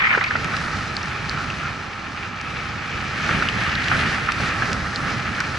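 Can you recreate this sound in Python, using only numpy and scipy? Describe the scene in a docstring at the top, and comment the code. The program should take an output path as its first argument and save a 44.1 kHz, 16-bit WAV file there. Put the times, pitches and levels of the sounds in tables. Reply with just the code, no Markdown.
"""A wet path, heard from the two microphone ports of a camera mounted on a moving bicycle.
At first the camera faces down: air sputters across it and bumps rattle the mount, right at the microphone.
It swings up and the sputter dies. Wind goes on buffeting the case and rushing through its resonances,
while the tyres hiss and throw spray just below; the bike and drops tick, and a few faint scuffs pass.
Near 3.8 s another rider overtakes alongside, and the mount knocks again as the ride goes on."""
import sys
import numpy as np
from scipy.fft import rfft, irfft, next_fast_len
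from scipy.io import wavfile
from scipy.ndimage import uniform_filter1d, minimum_filter1d, map_coordinates

SR = 44100
rng = np.random.default_rng(int(sys.argv[2]) if len(sys.argv) > 2 else 0)


def output_pcm(signal):
    """Save a mono or channel-first signal as 16-bit PCM at the path in sys.argv[1].

    Samples are clipped to [-1, 1] before scaling.
    """
    pcm = np.clip(np.atleast_2d(signal).T, -1, 1) * 32767
    wavfile.write(sys.argv[1], SR, np.round(pcm).astype(np.int16))


N = 246078
TIME_S = np.arange(N) / SR


# Spectra of the wind's low buffeting, its rush and its thin edge near 2 kHz: frequency_hz, level_db
BUFFET_SPECTRUM = [(15, -29), (25, -14), (45, -7), (75, 0), (140, 0.5), (210, -3.5), (300, -10),
                   (450, -15.5), (700, -16.5), (1200, -35), (3000, -60), (6000, -100)]
RUSH_SPECTRUM = [(100, -46), (300, -26.5), (600, -17.5), (1000, -14.5), (1200, -4), (1500, -4), (1800, -3),
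                 (2100, -8), (2800, -16), (3600, -24), (6000, -36), (11000, -75)]
EDGE_SPECTRUM = [(900, -64), (1700, -46), (2100, -2), (2350, 3), (2800, -4.5), (3400, -10.5), (4500, -18),
                 (8000, -58)]
# Rise and fall of the edge, on top of what the airflow gives it: time_s, gain_db
EDGE_GAIN = [(0.0, 2), (0.3, 4.5), (0.68, -5.9), (1.05, 1.2), (1.6, 1.4), (2.85, 3.5), (3.5, 0), (4.1, -2),
             (4.5, 1.5), (4.8, -12.5), (5.2, 1.5), (5.58, -2.1)]

def wind(buffet_db, rush_db, swing_s, shelter_db=3.5, shelter_end_s=0.316):
    """At the microphone, low eddies press on both ports alike; finer ones and road chatter sound the case."""
    # facing down, the ports are sheltered from the low eddies
    sheltered = np.clip((shelter_end_s - TIME_S) / swing_s, 0, 1)
    buffet_gain = amp(buffet_db - shelter_db * sheltered + 0.73 + 1.4 * wobble(14))
    buffet = buffet_gain * ports(noise(), BUFFET_SPECTRUM)
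    eddies = amp(0.65 * wobble(18) + 1.1 * wobble(70))
    chatter = grains(per_s=500, spread_db=7.5)
    rush = amp(rush_db - 1.05) * hollow_case(ports(noise() + 0.35 * chatter, RUSH_SPECTRUM))
    edge_db = rush_db - 7 + over_time(EDGE_GAIN)
    edge = amp(edge_db - 1.5) * ports(noise() + 0.81 * chatter, EDGE_SPECTRUM)
    return buffet + eddies * (rush + edge)


# Spectrum of the air tearing off the case: frequency_hz, level_db
SPUTTER_SPECTRUM = [(200, -34), (600, -29), (1000, -8), (1350, -7.5), (1750, -2), (2200, 4), (2600, -9),
                    (3300, -18), (6000, -41), (11000, -74)]

def sputter(lift_s, swing_s, drop_db=8, fade_db_per_s=31):
    """Air tears off the lowered case in bursts, different at each port; it dies as the camera swings up."""
    since_lift_s = np.maximum(TIME_S - lift_s, 0)
    raised = np.minimum(since_lift_s / swing_s, 1)
    level_db = -22 - drop_db * raised - fade_db_per_s * since_lift_s
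    bursts = unit_rms(amp(3.5 * wobble(129.8)))
    correlation = [(400, 0.5), (1000, -0.1), (1400, 0.61), (2100, -0.87), (3000, 0.0024)]
    return amp(level_db) * bursts * ports(noise(), SPUTTER_SPECTRUM, correlation)


# Spectra of the tyres' wet hiss and their roar: frequency_hz, level_db
HISS_SPECTRUM = [(800, -17.5), (2500, -0.5), (3500, -1), (4400, 2), (4750, -1.5), (5050, 2), (5450, -4.5),
                 (5900, -2.5), (6700, -8.5), (7700, -15), (9200, -32), (11000, -38)]
ROAR_SPECTRUM = [(100, -7), (300, -3.5), (600, -8), (1000, -3), (1300, 2), (1600, -8.5), (2200, -16.5),
                 (5000, -66)]

def tyres(hiss_db, rush_db):
    """Just below the camera, wet tread peels off the asphalt with a fine spray; its roar sounds the case."""
    spray = noise() + 0.47 * grains(per_s=900, spread_db=17)
    hiss = amp(hiss_db + 1.5 + 1.17 * wobble(25)) * ports(spray, HISS_SPECTRUM)
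    # the finest mist grows faster than the hiss
    mist_spectrum = [(4500, -26), (7000, -2), (8500, 1), (11000, -5)]
    mist = amp(1.446 * hiss_db + 3.5 + 1.3 * wobble(21)) * ports(noise(), mist_spectrum)
    roar = amp(-27.5 + 0.26 * rush_db) * hollow_case(ports(noise(), ROAR_SPECTRUM))
    return hiss + mist + roar


# Knocks of the camera mount: start_s, level_db, pitch_hz
MOUNT_KNOCKS = [(0.0449, -12, 1900), (.0706, -10, 2220), (0.1055, -10.5, 2280), (.1166, -11, 1830),
                (.1391, -8, 1640), (0.1494, -7.5, 1570), (0.179, -10.5, 1430), (0.2117, -7, 1990),
                (0.2431, -13.5, 2460), (0.309, -11, 1640), (0.355, -8.5, 1420), (.449, -14.5, 1450),
                (0.5388, -11, 1600), (3.2913, -10.5, 1370), (3.4241, -10.5, 1370), (3.916, -7, 1440),
                (3.9486, -11.5, 1490), (4.2886, -7.5, 1340), (4.6218, -9.5, 1590), (5.406, -10.5, 1470)]
# Dull bumps coming up through the frame: start_s, level_db, pitch_hz
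FRAME_BUMPS = [(0.1745, -12.5, 580), (.353, -19, 830), (4.401, -18, 820)]

def mount():
    """Right at the camera, knocks ring the mount and rattle the case; bumps thump through the frame."""
    out, t = np.zeros((2, N)), np.arange(SR // 10) / SR
    onset = (1 - np.exp(-t / 0.00025)) ** 2
    for start_s, level_db, pitch_hz in MOUNT_KNOCKS:
        ring = np.sin(2 * np.pi * pitch_hz * t) * decay(t, t60_s=0.014) * onset
        case_noise = hollow_case(ports(noise(len(t)), RUSH_SPECTRUM, SIDE_CORRELATION))
        rattle = case_noise * t * decay(t, t60_s=0.044)
        add(out, start_s, amp(level_db - 1.5) * unit_peak(ring))
        add(out, start_s - 0.004, amp(level_db - 3.5) * unit_peak(rattle))
    for start_s, level_db, pitch_hz in FRAME_BUMPS:
        # a heavily damped push of barely two cycles, with a short dull shudder
        thump = np.sin(2 * np.pi * pitch_hz * t) * np.exp(-pitch_hz * t) * onset
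        dull_noise = lowpass(rng.standard_normal(len(t)), 2.3 * pitch_hz, steepness=8)
        shudder = dull_noise * decay(t, t60_s=0.05) * onset
        add(out, start_s, amp(level_db) * (unit_peak(thump) + unit_peak(shudder)))
    return out


# Sharp ticks from the bike and from drops: start_s, level_db, pitch_hz, nominal_length_s
CONTACT_TICKS = [(0.2408, -14, 3670, 0.0015), (.28, -31.5, 4600, 0.03), (.3661, -26, 4750, 0.007),
                 (0.4454, -14.5, 4130, 0.00076), (0.5672, -15, 3800, 0.0017), (0.9674, -11, 4380, 0.0036),
                 (1.0304, -21.5, 5440, .003), (1.2954, -12, 4400, 0.0038), (1.5017, -16.5, 2680, 0.0076),
                 (2.4135, -19.5, 4740, 0.0014), (3.4875, -8.5, 2850, 0.0057), (3.7538, -12, 3600, 0.0023),
                 (3.843, -17, 3670, .0023), (3.8837, -11.5, 2920, 0.0044), (3.998, -20, 3250, 0.0022),
                 (4.321, -9, 4130, 0.00077), (4.7309, -11.5, 5060, 0.0015), (4.9598, -11.5, 4280, 0.0036),
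                 (5.4042, -11.5, 4600, 0.0011)]

def ticks():
    """Hard little contacts close to the microphone: each is a ping, a snap and a shiver of hiss."""
    out, t = np.zeros((2, N)), np.arange(SR // 30) / SR
    blow = np.sin(2 * np.pi * 2600 * t) * decay(t, t60_s=0.0032) * (1 - np.exp(-t / 0.0001))
    for start_s, level_db, pitch_hz, length_s in CONTACT_TICKS:
        ping = unit_peak(np.sin(2 * np.pi * pitch_hz * t) * t * decay(t, t60_s=0.64 * length_s))
        # the shorter the ping, the more of the blow goes into the snap
        snap = unit_peak(blow) / (1 + (length_s / 0.002) ** 2)
        shiver = unit_peak(ports(noise(len(t)), HISS_SPECTRUM) * decay(t, t60_s=0.025))
        add(out, start_s, amp(level_db) * (ping + amp(-1) * snap + amp(-11) * shiver))
    return out


# Spectra of the other bicycle's tyres and its loose rattle: frequency_hz, level_db
ROLLING_SPECTRUM = [(700, -42), (1300, -16), (1550, 3.5), (1800, 5), (2200, 2.5), (3000, -4.5), (6000, -37),
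                    (11000, -55)]
RATTLE_SPECTRUM = [(1200, -22), (2000, -6), (3000, 2), (4300, -6), (6000, -20), (11000, -45)]
# Sound from the side drives the ports in opposition near 2.2 kHz: frequency_hz, correlation
SIDE_CORRELATION = [(1200, 0.36), (1650, 0.98), (1950, 0.49), (2200, -0.92), (2600, 0.4), (3400, 0.81)]

def overtaker(nearest_s, fade_s):
    """Another bicycle draws alongside and pulls ahead: its tyres and rattle swell and fade with distance."""
    distance = np.hypot(1, (TIME_S - nearest_s) / fade_s)  # 1 when level with the camera
    rolling = amp(-28 + 0.77 * wobble(60)) * ports(noise(), ROLLING_SPECTRUM, SIDE_CORRELATION)
    rattle = amp(-39) * ports(grains(per_s=29, spread_db=7), RATTLE_SPECTRUM)
    return rolling / distance ** 2 + rattle / distance ** 4


# Brief scuffs and hums: centre_s, level_db, pitch_hz
FAINT_SCUFFS = [(1.398, -26.5, 1400), (1.658, -30.5, 1390), (2.489, -37, 2580), (2.927, -33, 2360)]

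def scuffs(swell_s=0.024, half_width_hz=160):
    """Behind the wind, narrow bands of noise swell and fade within a few hundredths of a second."""
    out = np.zeros(N)
    for centre_s, level_db, pitch_hz in FAINT_SCUFFS:
        band = filtered(rng.standard_normal(N), lambda hz: 1 / (1 + ((hz - pitch_hz) / half_width_hz) ** 2))
        swell = np.exp(-0.5 * ((TIME_S - centre_s) / swell_s) ** 2)
        out += amp(level_db) * unit_rms(band) * swell
    return out


# Air resonances of the camera case: centre_hz, width_hz, strength_db
CASE_RESONANCES = [(814, 82, 2), (1304, 84, -2), (1670, 620, -15.5)]

def hollow_case(x):
    """The case around the microphone lifts whatever passes near its resonances; overall level is kept."""
    def response(hz):
        return 1 + sum(amp(db) * 1j * hz * width / (centre ** 2 - hz ** 2 + 1j * hz * width)
                       for centre, width, db in CASE_RESONANCES)
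    coloured = filtered(x, response)
    return coloured * x.std() / coloured.std()


# How alike the two microphone ports hear: frequency_hz, correlation
PORT_CORRELATION = [(100, .997), (300, .965), (600, .83), (780, .76), (920, .5), (1150, .97), (1600, .95),
                    (1900, .84), (2300, .4), (2750, .55), (3400, .74), (4500, .91), (7000, .72),
                    (10000, .9)]

def ports(pair, spectrum, correlation=PORT_CORRELATION):
    """Two unrelated signals, coloured and partly shared between the ports; their mid signal has rms 1."""
    def response(hz):
        angle = np.arccos(np.clip(over_frequency(correlation, hz), -1, 1)) / 2
        return amp(over_frequency(spectrum, hz)) * np.array([np.cos(angle), np.sin(angle)])
    mid, side = filtered(pair, response)
    return np.array([mid + side, mid - side]) / mid.std()


# Level between the ports: frequency_hz, left_minus_right_db
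PORT_BALANCE = [(40, 1), (100, -1.2), (200, -3), (330, -5.5), (700, -6), (1000, -3.5), (1300, -3.5),
                (1550, -0.8), (1900, -1), (2400, 2.5), (3500, 1), (4600, 1.5), (6500, -1), (10000, 0)]
# Phase between the ports: frequency_hz, left_lead_rad
PORT_PHASE = [(25, -.22), (60, -0.23), (150, -0.41), (550, -0.17), (780, 0.19), (1100, -0.14), (1800, 0.21),
              (2150, 0.68), (2600, 0.47), (3300, -0.061), (7000, -0.37)]

def stereo_image(x):
    """The right port hears the lower middle louder and sooner; the left hears more of the wind's edge."""
    halves = np.array([[0.5], [-0.5]])
    def response(hz):
        gain = amp(halves * over_frequency(PORT_BALANCE, hz))
        return gain * np.exp(1j * halves * over_frequency(PORT_PHASE, hz))
    return filtered(x, response)


def limiter(x, ceiling_db, recovery_db_per_s):
    """Peaks above the ceiling push the camera's gain down; it recovers at a steady rate."""
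    over_db = np.maximum(20 * np.log10(np.abs(x).max(axis=0) + 1e-9) - ceiling_db, 0)
    recovery_db = recovery_db_per_s * TIME_S
    gain = amp(recovery_db - np.maximum.accumulate(over_db + recovery_db))
    return x * uniform_filter1d(minimum_filter1d(gain, size=31), size=31)


def amp(db):
    return 10 ** (np.asarray(db) / 20)


def decay(t, t60_s):
    return amp(-60 * t / t60_s)


def unit_rms(x):
    return x / np.sqrt(np.mean(x ** 2) + 1e-20)


def unit_peak(x):
    return x / np.abs(x).max()


def over_frequency(points, hz):
    """Join (frequency_hz, value) points on a log axis."""
    knots_hz, values = np.transpose(points)
    return np.interp(np.log(hz + 1), np.log(knots_hz + 1), values)


def over_time(points):
    """Join (time_s, value) points, one value a sample."""
    return np.interp(TIME_S, *np.transpose(points))


def noise(samples=N):
    return rng.standard_normal((2, samples))


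def wobble(knots_per_s):
    """A smooth random curve."""
    knots = rng.standard_normal(int(N * knots_per_s / SR) + 4)
    return map_coordinates(knots, [TIME_S * knots_per_s])


def grains(per_s, spread_db):
    """Random tiny impacts of unequal size."""
    hits = rng.random(N) < per_s / SR
    sizes = amp(spread_db * rng.uniform(-1, 1, N))
    return unit_rms(hits * sizes * np.sign(noise()))


def filtered(x, response):
    """Multiply the spectrum of x by response(hz)."""
    n = x.shape[-1]
    padded = next_fast_len(n + 4096)
    return irfft(rfft(x, padded) * response(np.fft.rfftfreq(padded, 1 / SR)), padded)[..., :n]


def lowpass(x, cutoff_hz, steepness):
    return filtered(x, lambda hz: 1 / np.sqrt(1 + (hz / cutoff_hz) ** steepness))


def add(track, start_s, sound):
    """Mix a sound into a track."""
    part = track[..., max(round(start_s * SR), 0):][..., :sound.shape[-1]]
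    part += sound[..., :part.shape[-1]]


# Strength of the passing air, which drives the wind and the tyre noise: time_s, level_db
PASSING_AIR = [(0.0, -1.8), (0.24, -2), (0.66, 3), (0.98, -0.8), (1.44, -0.4), (1.6, -2), (2.02, -5.5),
               (2.22, -3), (2.35, -7), (2.58, -1.5), (2.72, -4), (3.08, -1.0), (3.35, 4.5), (3.52, 0.9),
               (3.6, 4.5), (3.76, 0.6), (3.97, 6.5), (4.31, 0.7), (4.42, 4.5), (4.57, 2), (4.7, 4.5),
               (4.8, 0.9), (5.12, 2.1), (5.24, 0.3), (5.58, 1.2)]

def scene():
    """The ride from the camera's place: air on the case, its own bicycle below, another alongside."""
    airflow_db = over_time(PASSING_AIR)
    buffet_db = -32.5 + 1.02 * airflow_db
    rush_db = -29.5 + 1.09 * airflow_db
    hiss_db = -41.5 + 0.96 * airflow_db
    swing_s = 0.039  # the camera swings up this quickly
    air = wind(buffet_db, rush_db, swing_s) + sputter(lift_s=0.12, swing_s=swing_s)
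    other_bike = overtaker(nearest_s=3.84, fade_s=0.47)
    return stereo_image(air + other_bike + tyres(hiss_db, rush_db) + scuffs() + mount() + ticks())


def record(dry):
    """The camera limits peaks and cuts off steeply above 11 kHz."""
    limited = limiter(dry, ceiling_db=-2.5, recovery_db_per_s=250)
    return lowpass(limited, cutoff_hz=11080, steepness=260)


dry = scene()
out = record(dry)
output_pcm(out)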